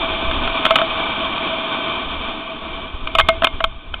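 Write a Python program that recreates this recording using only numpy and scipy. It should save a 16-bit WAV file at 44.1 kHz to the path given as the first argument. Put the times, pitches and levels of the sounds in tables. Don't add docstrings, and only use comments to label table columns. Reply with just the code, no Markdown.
import sys
import numpy as np
from scipy import signal
from scipy.fft import rfft, irfft, next_fast_len
from scipy.io import wavfile
from scipy.ndimage import uniform_filter1d

SR = 44100
rng = np.random.default_rng(int(sys.argv[2]) if len(sys.argv) > 2 else 0)


def unload_wav(signal):
    wavfile.write(
        sys.argv[1],
        SR,
        np.round(np.clip(np.atleast_2d(signal).T, -1, 1) * 32767).astype(np.int16),
    )


N = 176400

# t/s, level/dB
WIND_LEVELS = [(0, -42.5), (.21, -40), (.26, -23.5), (.5, -25), (.57, -43.5), (.9, -34), (1.4, -45.5),
               (1.88, -44.5), (2.04, -32.5), (2.3, -35), (2.83, -38), (3.1, -31.5), (3.3, -31.5),
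               (3.66, -27.5), (3.82, -47), (3.93, -34.5), (4.0, -35.5)]
# t/s, level/dB
GUSTS = [(2.949, -24), (3.039, -16), (3.238, -21), (3.384, -22), (3.544, -19.5)]
# f/Hz, relative density/dB
WIND_SPECTRUM = [(8, -3.5), (20, 1), (35, -7), (50, -10.5), (70, -6.5), (100, -22.5), (160, -27),
                 (400, -48), (1000, -78.5)]
# f/Hz, width/Hz, sliding weight/dB, knock weight/dB
HOUSING_MODES = [(273, 122, -2, -15), (656, 19.6, 7.5, 13), (1011, 264, -3.5, -23), (1137, 130, 0.5, 2.5),
                 (1285, 86, -13, 5.5), (1507, 58.7, -4.5, -3.5), (2143.5, 18.3, -7, 4.5),
                 (2342, 60.7, 1, -5), (2489, 130, -4.5, 3.5), (2998, 380, -9, 5), (3192, 133, -3.5, -9.5),
                 (3561, 103, -3.5, 4.5)]
# t/s, sand level/dB, rumble level/dB
SLIDE_LEVELS = [(0, -19, -27), (.41, -21.5, -30.5), (.65, -19, -30.5), (1.0, -20, -30), (1.9, -21.5, -31.5),
                (2.12, -24, -35.5), (2.33, -24, -30.5), (2.46, -29, -37.5), (2.75, -28, -34.5),
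                (2.97, -32.5, -38), (3.1, -31, -38), (3.35, -32, -37), (3.55, -34.5, -41),
                (3.78, -39.5, -47), (4.0, -36.5, -41.5)]
# f/Hz, relative density/dB
HISS_SPECTRUM = [(200, 1.5), (450, -2), (800, 4.5), (1300, -10.5), (1800, -4), (2050, -9), (2700, -6.5),
                 (3800, 8.5), (4500, -4)]
# t/s, level/dB, brightness corner/Hz, low ring/dB, high ring/dB
KNOCKS = [(.312, -17.5, 2190, -2.5, 2), (.343, -22, 1820, -5, -2), (.4745, -16, 2230, -3, 1),
          (.652, -7, 3650, -7, 2), (.663, -10, 1720, -6.5, 7), (.7065, -5, 1565, 0, 1),
          (.756, -1.5, 8000, -13, -7), (.7615, -10.5, 1600, -18, -18), (0.7862, -13.5, 2800, -12, -0.5),
          (.791, -16, 1580, 7.5, 5), (.815, -11, 850, -1, -2), (3.072, -18, 4000, -12, -8),
          (3.151, -8, 3020, -0.5, 0), (3.1855, -2, 3980, -3.5, -6), (3.1945, -5, 1400, -10.5, -14),
          (3.199, -5.5, 2200, -26, -9.5), (3.209, -11, 8200, -2, 11.5), (3.2868, 0.5, 2280, -2, 4),
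          (3.3005, -22.5, 5030, 4, -11), (3.4205, -12.5, 550, -2, -8), (3.4355, -13, 547, 0, -13),
          (3.444, -0.5, 4500, -5, -2), (3.470, -11, 6000, -9, -1.5), (3.6045, -15, 850, -2, 1),
          (3.6408, -5, 3500, -7, -9), (3.9402, -18.5, 5000, -8.5, -3)]
# f/Hz, gain/dB
MIC_RESPONSE = [(10, -3.5), (3500, 0), (3720, -9), (3950, -19.5), (4150, -20), (4400, -13), (4600, -21),
                (4850, -70), (5200, -90)]
# f/Hz, gain/dB
RECORDER_BAND = [(10, 0), (3900, 0), (4350, -4), (4650, -20), (5000, -70)]


def undb(db):
    return 10 ** (np.asarray(db) / 20)


def unit(x):
    return x / np.sqrt(np.mean(x ** 2))


def curve(table, column):
    rows = np.array(table)
    return np.interp(np.arange(N) / SR, rows[:, 0], rows[:, column])


def wander(rate_hz):
    hold = int(SR / rate_hz)
    steps = np.repeat(rng.standard_normal(N // hold + 1), hold)
    return unit(uniform_filter1d(uniform_filter1d(steps, hold), hold)[:N])


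def colour(x, spectrum):
    hz, db = np.array(spectrum).T
    size = next_fast_len(len(x) + 8192)
    bins_hz = np.maximum(np.arange(size // 2 + 1) * SR / size, 1)
    gain = undb(np.interp(np.log(bins_hz), np.log(hz), db))
    return irfft(rfft(x, size) * gain, size)[:len(x)]


def resonate(x, hz, width_hz):
    return signal.lfilter(*signal.iirpeak(hz, hz / width_hz, fs=SR), x)


def wind(gain_db=3, swing_db=4.5, gust_s=.014):
    t = np.arange(N) / SR
    breeze = undb(curve(WIND_LEVELS, column=1) + swing_db * wander(rate_hz=8.2))
    gusts = sum(undb(db) * np.exp(-((t - peak_s) / gust_s) ** 2) for peak_s, db in GUSTS)
    buffeting = unit(colour(rng.standard_normal(N), WIND_SPECTRUM))
    return buffeting * undb(gain_db) * np.hypot(breeze, gusts)


def grains(spread_db=2):
    return unit(rng.standard_normal(N) * undb(spread_db * rng.exponential(size=N)))


def scraped_mode(hz, width_hz):
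    pass_width_hz = 1.784 * width_hz
    return resonate(resonate(grains(), hz, pass_width_hz), hz, pass_width_hz)


def sand(rush_db=1, hiss_db=-.5, rumble_db=-.5, rumble_top_hz=450, flutter_rms_db=1):
    upper_modes = sum(undb(db) * scraped_mode(hz, width_hz)
                      for hz, width_hz, db, _ in HOUSING_MODES if hz > rumble_top_hz)
    hiss = unit(colour(grains(), HISS_SPECTRUM))
    rush = unit(unit(upper_modes) + undb(hiss_db) * hiss)
    rumble = unit(sum(scraped_mode(hz, width_hz)
                      for hz, width_hz, _, _ in HOUSING_MODES if hz < rumble_top_hz))
    flutter_db = flutter_rms_db * wander(rate_hz=35.39)
    return (rush * undb(rush_db + curve(SLIDE_LEVELS, column=1) + flutter_db)
            + rumble * undb(rumble_db + curve(SLIDE_LEVELS, column=2) + flutter_db))


def knocks():
    chatter_peak_s, rattle_db, rattle_decay_s = .0013, -17, .0055
    ring_width_hz, ring_split_hz, ring_rise_s = 40, 1000, .0018
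    t = np.arange(SR // 4) / SR
    blow = signal.unit_impulse(len(t))
    chatter = t / chatter_peak_s * np.exp(1 - t / chatter_peak_s)
    rattle = undb(rattle_db) * np.exp(-t / rattle_decay_s)
    ring_rise = 1 - np.exp(-t / ring_rise_s)
    out = np.zeros(N + len(t))
    for start_s, db, corner_hz, low_ring_db, high_ring_db in KNOCKS:
        shake = rng.standard_normal(len(t)) * np.hypot(chatter, rattle)
        knock = np.zeros(len(t))
        for hz, width_hz, _, mode_db in HOUSING_MODES:
            if width_hz < ring_width_hz:
                ring_db = low_ring_db if hz < ring_split_hz else high_ring_db
                mode = undb(ring_db) * unit(resonate(blow, hz, width_hz) * ring_rise)
            else:
                mode = unit(resonate(shake, hz, width_hz))
            rolloff = 1 / (1 + (hz / corner_hz) ** 2)
            knock += mode * np.sqrt(width_hz) * undb(mode_db) * rolloff
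        attack_rms = np.std(knock[:SR // 125])
        start = int(start_s * SR)
        out[start:start + len(t)] += knock * undb(db) / attack_rms
    return out[:N]


def scene():
    return (sand() + wind() + knocks())[None]


def record(dry):
    mic_limit, ceiling, top_hz = .67, .72, 16000
    overloaded = np.clip(colour(dry[0], MIC_RESPONSE), -mic_limit, mic_limit)
    narrowed = np.clip(colour(overloaded, RECORDER_BAND), -ceiling, ceiling)
    lowpass = signal.ellip(8, .2, 70, top_hz, fs=SR, output="sos")
    return signal.sosfilt(lowpass, narrowed)[None]


dry = scene()
out = record(dry)
unload_wav(out)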